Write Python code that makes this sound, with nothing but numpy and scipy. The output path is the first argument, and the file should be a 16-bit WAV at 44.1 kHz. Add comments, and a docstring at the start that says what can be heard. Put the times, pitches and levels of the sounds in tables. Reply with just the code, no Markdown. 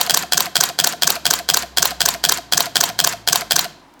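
"""A lensless reflex camera, close to the microphone in a small room, over faint room noise and a low hum.
We come in on a burst already running, about four shots a second. In each shot a lever throws the mirror
up, two shutter curtains slam, the mirror drops, and a motor re-cocks the springs and brakes.
The hum sinks in pitch, and its octave swells near 3 s. The burst ends at about 3.7 s;
last come two faint ticks as the finger eases off the release button."""
import sys
import numpy as np
from scipy import signal
from scipy.fft import rfft, irfft
from scipy.io import wavfile
from scipy.ndimage import uniform_filter1d, minimum_filter1d

SR = 44100
rng = np.random.default_rng(int(sys.argv[2]) if len(sys.argv) > 2 else 0)


def dump(signal):
    """Clip the signal to [-1, 1] and save it as 16-bit WAV at the path in sys.argv[1]."""
    limited = np.clip(np.atleast_2d(signal).T, -1, 1)
    pcm = np.round(limited * 32767).astype(np.int16)
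    wavfile.write(sys.argv[1], SR, pcm)


N = 176400


def undb(db):
    """Decibels to gain."""
    return 10 ** (np.asarray(db) / 20)


def add(track, at_s, sound):
    """Mix a sound into a track at a given time."""
    i = int(round(at_s * SR))
    a, b = max(i, 0), min(i + len(sound), len(track))
    if b > a:
        track[a:b] += sound[a - i:b - i]


def along_hz(points, hz):
    """Read a curve along a log-frequency axis."""
    knots_hz, values = np.array(points, float).T
    return np.interp(np.log(np.maximum(hz, 1)), np.log(knots_hz), values)


def noise(colour, size):
    """Noise of rms 1 with a given colour."""
    gains = undb(along_hz(colour, np.fft.rfftfreq(size, 1 / SR)))
    x = irfft(rfft(rng.standard_normal(size)) * gains, size)
    return x / x.std()


def ring(colour, modes, size=4096, bass_cut_hz=100):
    """A part's response to a tap, of unit energy: broad colour plus resonances, with little bass."""
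    hz = np.fft.rfftfreq(size, 1 / SR) + 1
    peaks = sum(undb(db) ** 2 / (1 + (2 * (hz - pitch) / width) ** 2) for pitch, width, db in modes)
    power = (undb(along_hz(colour, hz)) ** 2 + peaks) / (1 + (bass_cut_hz / hz) ** 4)
    cepstrum = irfft(np.log(power) / 2)
    causal = 1 + np.sign(size // 2 - np.arange(size))  # minimum phase
    causal[0] = 1
    response = irfft(np.exp(rfft(cepstrum * causal)))
    return response / np.linalg.norm(response)


def rattle(contacts, decay_s, passes=3, rise_s=.0003):
    """A quickly rising, dying cluster of tiny contacts, with a fairly even spectrum and unit energy."""
    t = np.arange(len(contacts)) / SR
    shape = np.exp(-t / decay_s) * (1 - np.exp(-t / rise_s))
    x = contacts * shape
    for _ in range(passes):
        spectrum = rfft(x)
        whitened = irfft(spectrum / (np.abs(spectrum) + 1e-12))
        x = whitened * np.minimum(1, 2 * np.sqrt(shape))
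    return x / np.linalg.norm(x)


# Room noise: frequency_hz, relative_db
AIR_COLOUR = [(15, -37), (25, -29), (216, -9.5), (300, 1.5), (439, -13), (968, -3.5), (1080, -6.5),
              (1170, -10), (17000, -40)]
# Low hum: time_s, pitch_hz, level_db
HUM = [(0.0, 71.2, -55), (0.3, 70, -54), (0.92, 74.6, -61), (1.06, 69.7, -54), (2.0, 61.57, -45.5),
       (2.68, 56.7, -58), (3.48, 52.5, -53), (4.0, 38.4, -70.5)]
# Its octave: time_s, level_db
HUM_OCTAVE = [(0, -90), (2.2, -62), (2.6, -53), (3.1, -48), (3.5, -57), (4, -73)]

def room_tone():
    """Behind the camera, faint room noise and a low hum that slowly sinks, with its octave."""
    t = np.arange(N) / SR
    time_s, pitch_hz, level_db = np.array(HUM).T
    phase = 2 * np.pi * np.cumsum(np.interp(t, time_s, pitch_hz)) / SR
    hum = undb(np.interp(t, time_s, level_db)) * np.sin(phase)
    octave = undb(np.interp(t, *np.array(HUM_OCTAVE).T)) * np.sin(2 * phase)
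    return np.sqrt(2) * (hum + octave) + undb(-49.5) * noise(AIR_COLOUR, N)


# The burst, one row a shot: start_s, shift_s, level_db
SHOTS = [(-.0692, -0.0019, -0.5), (0.0956, -.0063, -1), (0.3216, 0.00045, -1), (.555, -0.0011, -0.5),
         (.788, 0.00085, -1), (1.021, -0.0012, -0.5), (1.254, -0.00033, -1), (1.488, 0, -1),
         (1.7715, 0.0004, -0.5), (2.0049, -0.00066, -1), (2.2385, 0, -0.5), (2.5226, -0.00059, -0.5),
         (2.7557, -0.0011, -0.5), (2.9895, 0.00065, -0.5), (3.2747, -0.00055, -0.5), (3.5082, 0, -0.5)]

def in_each_shot(after_s, mirror_wait_s=.045):
    """Time and gain of one step in every shot; the curtains and all that follows shift slightly."""
    return [(start + after_s + shift * (after_s > mirror_wait_s), undb(db)) for start, shift, db in SHOTS]


def struck(blows, colour, modes, size=2048, fresh_share=.24, scatter_db=.5):
    """Blows, each after_s into the shot, rattle almost alike every time and ring a part's resonances."""
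    track = np.zeros(N)
    for after_s, db, decay_s in blows:
        habit = rng.standard_normal(size)
        for at_s, gain in in_each_shot(after_s):
            contacts = np.sqrt(1 - fresh_share) * habit + np.sqrt(fresh_share) * rng.standard_normal(size)
            strength = gain * undb(db + scatter_db * rng.standard_normal())
            add(track, at_s, strength * rattle(contacts, decay_s))
    return signal.fftconvolve(track, ring(colour, modes))[:N]


# Lever blows: after_s, energy_db, decay_s
LEVER_BLOWS = [(-.0058, -11.5, 0.0026), (0, 4, 0.0005), (.0009, 12.5, 0.0019), (.007, 8.5, 0.0051)]
# Its colour: frequency_hz, relative_db
LEVER_COLOUR = [(150, -41), (350, -15.5), (900, -14.5), (2100, -12), (2800, -30), (4500, -6.5), (8000, -10),
                (9800, -15), (12500, -15.5), (17000, -21)]
# Its resonances: pitch_hz, width_hz, relative_db
LEVER_MODES = [(757, 120, -2), (1514, 102, 0), (1794, 40, 0), (3140, 59, -2), (3300, 135, 1.5),
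               (4170, 210, -1), (4580, 140, 2.5), (4890, 190, -3.5)]

def lever():
    """Each shot opens with the clack of the lever that throws the mirror."""
    return struck(LEVER_BLOWS, LEVER_COLOUR, LEVER_MODES)


def gate(length_s, ramp_s=.0033):
    """Time axis and soft on-off envelope of a motor run."""
    t = np.arange(int((length_s + ramp_s) * SR)) / SR
    return t, np.clip(np.minimum(t, t[-1] - t) / ramp_s, 0, 1)


# Motor runs: after_s, length_s, level_db
MOTOR_RUNS = [(.004, 0.025, -30), (0.067, .014, -25.5), (0.089, .05, -28.5), (0.139, 0.0078, -25)]
# Gear rasp: frequency_hz, relative_db
GEAR_COLOUR = [(30, -34), (100, -8.5), (180, 1.5), (320, -8), (500, -3), (900, -3), (1500, 3.5),
               (2300, -0.5), (4200, -4.5), (7500, -7), (10000, -15.5), (17000, -25)]

def gears():
    """Gears rasp while the motor runs."""
    effort = np.zeros(N)
    for after_s, length_s, db in MOTOR_RUNS:
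        for at_s, gain in in_each_shot(after_s):
            add(effort, at_s, gain * undb(db) * gate(length_s)[1])
    return effort * noise(GEAR_COLOUR, N)


# Blows of the rising mirror: after_s, energy_db, decay_s
MIRROR_UP_BLOWS = [(.0119, 18, .001), (.0219, 4, .0014), (.0324, -8.5, 0.00092)]
# Its colour: frequency_hz, relative_db
MIRROR_UP_COLOUR = [(100, -35), (350, -17), (900, -13.5), (2100, -18), (2800, -21), (4500, -14.5),
                    (8000, -9), (9800, -24), (12500, -24.5), (17000, -16.5)]
# Its resonances: pitch_hz, width_hz, relative_db
MIRROR_UP_MODES = [(679, 75, -10), (1625, 240, -9), (2553, 140, -8), (3293, 245, 1), (4130, 280, -8.5),
                   (5010, 370, -3.5), (8440, 210, -7), (11650, 380, -11.5), (16800, 700, -8.5)]

def mirror_up():
    """The mirror flies up: one hard hit, then two weaker ones."""
    return struck(MIRROR_UP_BLOWS, MIRROR_UP_COLOUR, MIRROR_UP_MODES)


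# Blows to the body: after_s, energy_db, decay_s
BODY_BLOWS = [(.029, -4.5, 0.0011), (.067, -20, 0.0012)]
# Its colour: frequency_hz, relative_db
BODY_COLOUR = [(100, -31), (2000, -65)]
# Its resonance: pitch_hz, width_hz, relative_db
BODY_MODES = [(159.4, 30, 0.0037)]

def body():
    """The camera body rings with a low thump."""
    return struck(BODY_BLOWS, BODY_COLOUR, BODY_MODES)


# Braking notes: after_s, length_s, first_pitch_hz, level_db
BRAKES = [(0.031, 0.015, 744, -25), (0.068, .016, 773, -24), (0.1417, 0.019, 768, -24)]

def motor_brakes(fall_hz_per_s=5950):
    """The motor brakes with a short falling note."""
    track = np.zeros(N)
    for after_s, length_s, hz, db in BRAKES:
        t, on = gate(length_s)
        swell = np.sin(np.pi * t / t[-1]) * on
        for at_s, gain in in_each_shot(after_s):
            pitch_hz = hz * (1 + .017 * rng.standard_normal()) - fall_hz_per_s * t
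            note = np.sin(2 * np.pi * (np.cumsum(pitch_hz) / SR + rng.random()))
            add(track, at_s, gain * undb(db) * swell * note)
    return track


# Curtain blows: after_s, energy_db, decay_s
CURTAIN_BLOWS = [(.049, 6, 0.0042), (.0535, 12.4, 0.0017), (.0562, 15.55, 0.0014)]
# Their colour: frequency_hz, relative_db
CURTAIN_COLOUR = [(150, -21), (350, -23.5), (900, -9.5), (2100, -23.5), (2800, -14), (4500, -4.5),
                  (8000, -3.5), (9800, -18.5), (12500, -12.5), (17000, -16)]
# Their resonances: pitch_hz, width_hz, relative_db
CURTAIN_MODES = [(1148, 95, -3), (1550, 153, -1), (1730, 49, -3.5), (4940, 180, -4.5), (5960, 310, -5),
                 (6170, 330, 0), (6900, 200, -10.5), (7300, 98, -5.5), (11550, 220, -9.5)]

def curtains():
    """Two shutter curtains slam, sharp and bright at this distance."""
    return struck(CURTAIN_BLOWS, CURTAIN_COLOUR, CURTAIN_MODES)


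# Cam blow: after_s, energy_db, decay_s
CAM_BLOWS = [(.0645, -5.5, 0.0013)]
# Its colour: frequency_hz, relative_db
CAM_COLOUR = [(100, -32.5), (2000, -45)]
# Its resonance: pitch_hz, width_hz, relative_db
CAM_MODES = [(410, 160, 0)]

def cam():
    """The cocking cam gives a dull knock."""
    return struck(CAM_BLOWS, CAM_COLOUR, CAM_MODES)


# Blows of the falling mirror: after_s, energy_db, decay_s
MIRROR_DOWN_BLOWS = [(.0722, -16, 0.0018), (.0779, 2, 0.0011), (.0829, 11.5, .0012), (.0838, 12.5, 0.0035)]
# Its colour: frequency_hz, relative_db
MIRROR_DOWN_COLOUR = [(150, -42), (350, -17), (900, -7), (2100, -19.5), (2800, -14), (4500, -36.5),
                      (8000, -14), (9800, -20), (12500, -14.5), (17000, -18)]
# Its resonances: pitch_hz, width_hz, relative_db
MIRROR_DOWN_MODES = [(700, 100, -7.5), (1030, 45, -3), (3205, 97, -4), (3770, 190, -5), (4165, 110, 1.5),
                     (4560, 380, -4.5), (5740, 260, -7.5), (7100, 140, -9)]

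def mirror_down():
    """The mirror drops: two light touches, then a hard double hit."""
    return struck(MIRROR_DOWN_BLOWS, MIRROR_DOWN_COLOUR, MIRROR_DOWN_MODES)


# Blow on the stop: after_s, energy_db, decay_s
STOP_BLOWS = [(.0828, 11, 0.0013)]
# Its colour: frequency_hz, relative_db
STOP_COLOUR = [(1000, -35), (5000, -9.5), (9500, -6), (13000, -4), (17000, -2)]
# Its resonance: pitch_hz, width_hz, relative_db
STOP_MODES = [(14200, 900, 0.0062)]

def stop():
    """A stop clicks, high in the treble, as the mirror lands."""
    return struck(STOP_BLOWS, STOP_COLOUR, STOP_MODES)


# Spring blows: after_s, energy_db, decay_s
SPRING_BLOWS = [(.1003, 0, 0.002), (.104, -1.3, 0.005)]
# Their colour: frequency_hz, relative_db
SPRING_COLOUR = [(1000, -34), (16000, -23)]
# Their resonances: pitch_hz, width_hz, relative_db
SPRING_MODES = [(6840, 500, -1), (7300, 500, 0)]

def springs():
    """The springs ring thinly as they are re-cocked."""
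    return struck(SPRING_BLOWS, SPRING_COLOUR, SPRING_MODES)


# Partials of the whine: full_speed_pitch_hz, level_db
WHINE = [(1010, -38.5), (1410, -49), (4080, -53.5)]

def motor_whine(spin_up_s=.0077, spin_up_share=.117):
    """The motor whines up to speed while re-cocking."""
    track = np.zeros(N)
    t, on = gate(length_s=.044)
    turned = np.cumsum(1 - spin_up_share * np.exp(-t / spin_up_s)) / SR
    for at_s, gain in in_each_shot(after_s=.11):
        speed = 1 + .0064 * rng.standard_normal()
        for hz, db in WHINE:
            partial = np.sin(2 * np.pi * (hz * speed * turned + rng.random()))
            add(track, at_s, gain * undb(db) * on * partial)
    return track


# Latch blow: after_s, energy_db, decay_s
LATCH_BLOWS = [(.1354, 0, 0.0012)]
# Its colour: frequency_hz, relative_db
LATCH_COLOUR = [(150, -20), (900, -55), (2800, -20), (8000, -15), (9800, -14), (12500, -8.5), (17000, -20)]
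# Its resonances: pitch_hz, width_hz, relative_db
LATCH_MODES = [(4300, 190, 6), (4920, 340, 3), (7485, 450, -5), (11500, 120, 2.5)]

def latch():
    """A latch clicks near the end of each shot."""
    return struck(LATCH_BLOWS, LATCH_COLOUR, LATCH_MODES)


# Button ticks: start_s, energy_db
BUTTON_TICKS = [(3.939, -31), (3.993, -29)]
# Its colour: frequency_hz, relative_db
BUTTON_COLOUR = [(500, -29), (5000, 1), (9000, -4), (17000, -11)]
# Its resonance: pitch_hz, width_hz, relative_db
BUTTON_MODES = [(12400, 540, 0.0058)]

def button():
    """Faint ticks as the finger eases off the release button."""
    track, response = np.zeros(N), ring(BUTTON_COLOUR, BUTTON_MODES)
    for at_s, db in BUTTON_TICKS:
        contacts = rattle(rng.standard_normal(2048), decay_s=.001)
        add(track, at_s, undb(db) * np.convolve(contacts, response))
    return track


# The small room's tail, by band: centre_hz, level_db, t60_s
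ROOM_BANDS = [(100.3, -7, 1), (312, -4.5, 0.56), (741, -13, 0.33), (2010, -14, 0.49), (4090, -17.5, 0.54),
              (7950, -20, 0.37), (12000, -19.5, 0.35), (17000, -21.5, 0.19)]

def room(x, size=32768, delay_s=.008):
    """Early reflections from near surfaces, then a diffuse tail whose treble dies first."""
    t, hz = np.arange(size) / SR, np.fft.rfftfreq(size, 1 / SR)
    echoes, response = rfft(rng.standard_normal(size)), np.zeros(size)
    centres = [row[0] for row in ROOM_BANDS]
    for weights, (_, db, t60_s) in zip(np.eye(len(ROOM_BANDS)), ROOM_BANDS):
        fade = np.exp(-np.log(1000) * t / t60_s) * np.clip(t / delay_s - 1, 0, 1)
        band = irfft(echoes * along_hz(list(zip(centres, weights)), hz))
        response += undb(db) * band * fade / np.linalg.norm(fade)
    early = undb(-16) * rattle(rng.standard_normal(size), decay_s=.013, passes=2)
    add(response, delay_s / 2, early)
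    return signal.fftconvolve(x, response)[:N]


def scene():
    """One microphone hears the camera close up, its echo off the room, and the room tone."""
    camera = (lever() + gears() + mirror_up() + body() + motor_brakes() + curtains() + cam()
              + mirror_down() + stop() + springs() + motor_whine() + latch() + button())
    return (room_tone() + camera + room(camera))[None]


def record(dry, drive_db=.5, limit_peak=1.15, limit_s=.0003, top_hz=17400):
    """A fast limiter holds down the loudest peaks; the recorder cuts the top."""
    driven, window = dry * undb(drive_db), int(limit_s * SR)
    needed_gain = limit_peak / np.maximum(np.abs(driven), limit_peak)
    gain = uniform_filter1d(minimum_filter1d(needed_gain, window), window)
    lowpass = signal.ellip(8, .2, 70, top_hz, fs=SR, output="sos")
    return signal.sosfilt(lowpass, driven * gain)


dry = scene()
out = record(dry)
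dump(out)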